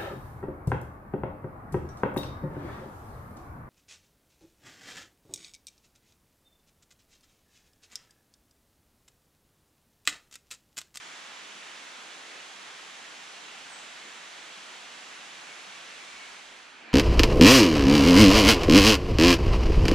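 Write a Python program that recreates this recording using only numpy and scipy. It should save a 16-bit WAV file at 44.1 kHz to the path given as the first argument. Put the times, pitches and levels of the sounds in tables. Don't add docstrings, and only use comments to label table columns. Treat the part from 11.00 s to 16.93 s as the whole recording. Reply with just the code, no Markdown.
import sys
import numpy as np
from scipy import signal
from scipy.io import wavfile
from scipy.ndimage import uniform_filter1d

SR = 44100
rng = np.random.default_rng(int(sys.argv[2]) if len(sys.argv) > 2 else 0)


def wav_record(signal):
    frames = np.transpose(np.atleast_2d(signal))
    bounded = np.clip(frames, -1, 1)
    quanta = np.round(bounded * 32767).astype(np.int16)
    wavfile.write(sys.argv[1], SR, quanta)


N = 261500
SIZE, HOP = 2048, 512
BIN_HZ = np.fft.rfftfreq(SIZE, 1 / SR)
FRAME_S = np.arange(N // HOP + 5) * HOP / SR


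def gain_of(db):
    return 10 ** (np.asarray(db) / 20)


def evened(x):
    return x / np.sqrt(np.mean(x ** 2) + 1e-20)


def read(points):
    hz, value = np.transpose(points)
    return np.interp(np.log(BIN_HZ + 1), np.log(hz + 1), value)


def add(mix, start_s, sound):
    part = mix[max(round(start_s * SR), 0):][:len(sound)]
    part += sound[:len(part)]


def bump(t, center_s, half_length_s):
    return np.exp(-((t - center_s) / half_length_s) ** 2)


def band_swell(center_s, half_length_s, center_hz, half_width_octaves, rise_db):
    band = np.exp(-(np.log2((BIN_HZ + 1) / center_hz) / half_width_octaves) ** 2)
    return rise_db * bump(FRAME_S[:, None], center_s, half_length_s) * band


def patches(size, count):
    field = rng.standard_normal((len(FRAME_S), len(BIN_HZ)))
    field = uniform_filter1d(field, size, axis=0)
    return evened(uniform_filter1d(field, count, axis=1))


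# frequency_hz, correlation (-1 to 1)
CHANNEL_LIKENESS = [(50, 0.5), (100, 0), (160, 0.5), (280, 1), (480, 0.85), (650, 0.54), (1100, 0.35),
                    (2000, .5), (4200, 0.85), (5000, 0.42), (6000, 0.37), (8500, 0.01), (11000, -0.22)]
# frequency_hz, left_minus_right_db
CHANNEL_BALANCE = [(60, -1), (99, -1), (160, 0), (270, -1), (440, -1.5), (720, -3.5), (1180, -2),
                   (1940, -2.5), (3190, -2.0), (5250, -1.5), (8630, 1.5), (14200, 2)]
# frequency_hz, left_lead_rad
CHANNEL_LEAD = [(100, 1.14), (630, -0.13), (1000, 0.54), (2400, 0.003), (4000, 0.62), (5200, 0.37),
                (8000, -1), (10000, 0.13)]


def air(field_db):
    a, b, c, d = rng.standard_normal((4, len(FRAME_S), len(BIN_HZ)))
    likeness = np.clip(read(CHANNEL_LIKENESS), -1, 1)
    left, independent = a + 1j * b, c + 1j * d
    right = likeness * left + np.sqrt(1 - likeness ** 2) * independent
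    right = right * np.exp(-1j * read(CHANNEL_LEAD))
    balance = gain_of(read(CHANNEL_BALANCE) / 2)
    spectra = np.array([left * balance, right / balance]) * gain_of(field_db)
    _, x = signal.istft(spectra, nperseg=SIZE, noverlap=SIZE - HOP, time_axis=1, freq_axis=2)
    x = x[:, :N]
    return x / np.std(x.mean(0))


LOW_AIR_START_DB, LOW_AIR_RISE_DB_PER_S = -87, 0.5
DRONE_HZ, DRONE_WAVER_SHARE = 51.3, .06
# frequency_hz, relative_level_db_per_hz
LOW_AIR_SPECTRUM = [(15, -13), (32, -1), (55, -9), (72, -6), (120, -13), (200, -20), (500, -70)]
# center_s, half_length_s, level_db
DRONE_SURGES = [(2.73, .25, -84.5), (4.3, .15, -89), (4.93, .08, -84), (5.148, 0.046, -74),
                (5.32, 0.04, -76), (5.5, .05, -81)]


def rumble(roar_db=-11):
    t = np.arange(N) / SR
    low_air = gain_of(LOW_AIR_START_DB + LOW_AIR_RISE_DB_PER_S * t) * air(read(LOW_AIR_SPECTRUM))
    waver = np.interp(t, FRAME_S, patches(size=8, count=1)[:, 0])
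    drone_hz = DRONE_HZ * (1 + DRONE_WAVER_SHARE * waver)
    drone = evened(np.sin(2 * np.pi * np.cumsum(drone_hz) / SR))
    roaring_drone = evened(drone + gain_of(roar_db) * air(read(LOW_AIR_SPECTRUM)))
    surges = sum(gain_of(level_db) * bump(t, center_s, half_length_s)
                 for center_s, half_length_s, level_db in DRONE_SURGES)
    return low_air + roaring_drone * surges


DULL_LEVEL_DB = -48.5
LOWER_REST_DB, LOWER_RISE_START_S, LOWER_RISE_S, LOWER_RISE_DB_PER_S = -2.5, 5.805, 0.066, 33
# frequency_hz, relative_level_db_per_hz
DULL_SPECTRUM = [(70, -22), (130, -7), (170, -3), (260, 1), (480, -2.5), (700, 2), (1100, 0.5), (1600, 5),
                 (2300, 2.5), (3100, -1.5), (3800, -7), (4500, -10.5), (7000, -22), (10300, -31),
                 (12000, -49)]
# center_s, half_length_s, center_hz, half_width_octaves, rise_db
LOW_HUM = (5.875, .045, 230, 0.12, 9.8)


def dull_air(patchy_db=2, treble_hz=2800):
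    rise_s = np.clip(FRAME_S - LOWER_RISE_START_S, 0, LOWER_RISE_S)
    lower_db = LOWER_REST_DB + LOWER_RISE_DB_PER_S * rise_s
    lower_bands = 1 / (1 + (BIN_HZ / treble_hz) ** 4)
    swell = lower_db[:, None] * lower_bands + band_swell(*LOW_HUM)
    field_db = read(DULL_SPECTRUM) + swell + patchy_db * patches(size=10, count=16)
    return gain_of(DULL_LEVEL_DB) * air(field_db)


def trees(x, t60_s, direct_db, scatter_db):
    t = np.arange(SR) / SR
    echoes = rng.standard_normal((2, SR)) * (rng.random((2, SR)) < 2000 / SR)
    echoes *= gain_of(-60 * t / t60_s)
    echoes /= np.linalg.norm(echoes, axis=1, keepdims=True)
    scattered = signal.fftconvolve(x[None], echoes, axes=1)[:, :N]
    return gain_of(direct_db) * x + gain_of(scatter_db) * scattered


def note(length_s, start_hz, fall_hz, bend, peak, edge_db, warble):
    u = np.linspace(0, 1, int(length_s * SR))
    waver = evened(uniform_filter1d(rng.standard_normal(N), size=120))[:len(u)]
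    pitch_hz = (start_hz - fall_hz * u ** bend) * (1 + warble * waver)
    level_db = np.interp(u, (0, np.clip(peak, 0, 1), 1), (edge_db, 0, edge_db))
    envelope = gain_of(level_db) * signal.windows.tukey(len(u), .2)
    return evened(envelope * np.sin(2 * np.pi * np.cumsum(pitch_hz) / SR))


CHIRP_SHAPE = dict(bend=0.83, peak=0.64, edge_db=-8, warble=0.028)
CHIRP_LEFT_MINUS_RIGHT_DB = 5
# start_s, length_s, start_hz, fall_hz, level_db
CHIRP_NOTES = [(0.02, 0.072, 7270, 150, -62), (2.68, .036, 9230, 1400, -60), (2.708, .04, 8570, 1015, -56),
               (2.775, .06, 7620, 756, -60.5)]


def chirper():
    out = np.zeros(N)
    for start_s, length_s, start_hz, fall_hz, level_db in CHIRP_NOTES:
        chirp = note(length_s, start_hz, fall_hz, **CHIRP_SHAPE)
        add(out, start_s, gain_of(level_db) * chirp)
    return out


WHISTLE_SHAPE = dict(bend=1.65, peak=0.69, edge_db=-1, warble=0.0098)
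# start_s, length_s, start_hz, fall_hz, level_db
WHISTLE_NOTES = [(4.344, 0.18, 2348, 23, -58), (4.475, .075, 2250, 105, -54), (4.653, 0.11, 2325, 20, -60),
                 (4.951, 0.21, 2350, 52, -57.5), (5.11, 0.157, 2240, 49, -56),
                 (5.868, 0.086, 2330, 25, -54.5)]


def whistler():
    out = np.zeros(N)
    for start_s, length_s, start_hz, fall_hz, level_db in WHISTLE_NOTES:
        whistle = note(length_s, start_hz, fall_hz, **WHISTLE_SHAPE)
        add(out, start_s, gain_of(level_db) * whistle)
    return out


HISS_LEVEL_DB = -46
# frequency_hz, relative_level_db_per_hz
HISS_SPECTRUM = [(110, -59), (135, -20.5), (155, -10), (300, -8), (520, -7), (740, -3), (1700, 0),
                 (3350, -2), (4800, -8), (6800, -8.5), (8200, -13.5), (9300, -20.5), (10200, -16.5),
                 (11400, -33.5)]
# center_s, half_length_s, center_hz, half_width_octaves, rise_db
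MURMUR_SWELLS = [(1.21, 0.097, 400, 0.79, 3.5), (1.364, 0.068, 443, 0.51, 5.5),
                 (3.066, 0.023, 317, 0.68, 9.5)]


def canopy(patchy_db=.5):
    swells = sum(band_swell(*row) for row in MURMUR_SWELLS)
    field_db = read(HISS_SPECTRUM) + patchy_db * patches(size=12, count=24) + swells
    return gain_of(HISS_LEVEL_DB) * air(field_db)


FADE_START_S, FADE_END_S = 5.295, 5.986


def scene():
    fade = np.interp(np.arange(N) / SR, (FADE_START_S, FADE_END_S), (0, 1))
    forest = (1 - fade) * canopy() + fade * dull_air() + rumble()
    whistles = trees(whistler(), t60_s=1.1, direct_db=-1.5, scatter_db=-.5)
    chirps = trees(chirper(), t60_s=0.69, direct_db=-4, scatter_db=1.5)
    chirps *= gain_of(np.array([[1], [-1]]) * CHIRP_LEFT_MINUS_RIGHT_DB / 2)
    return forest + whistles + chirps


EDGE_HZ = 14250


def record(dry):
    low_pass = signal.firwin(511, EDGE_HZ, window=("kaiser", 9), fs=SR)
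    return signal.oaconvolve(dry, low_pass[None], "same")


dry = scene()
out = record(dry)
wav_record(out)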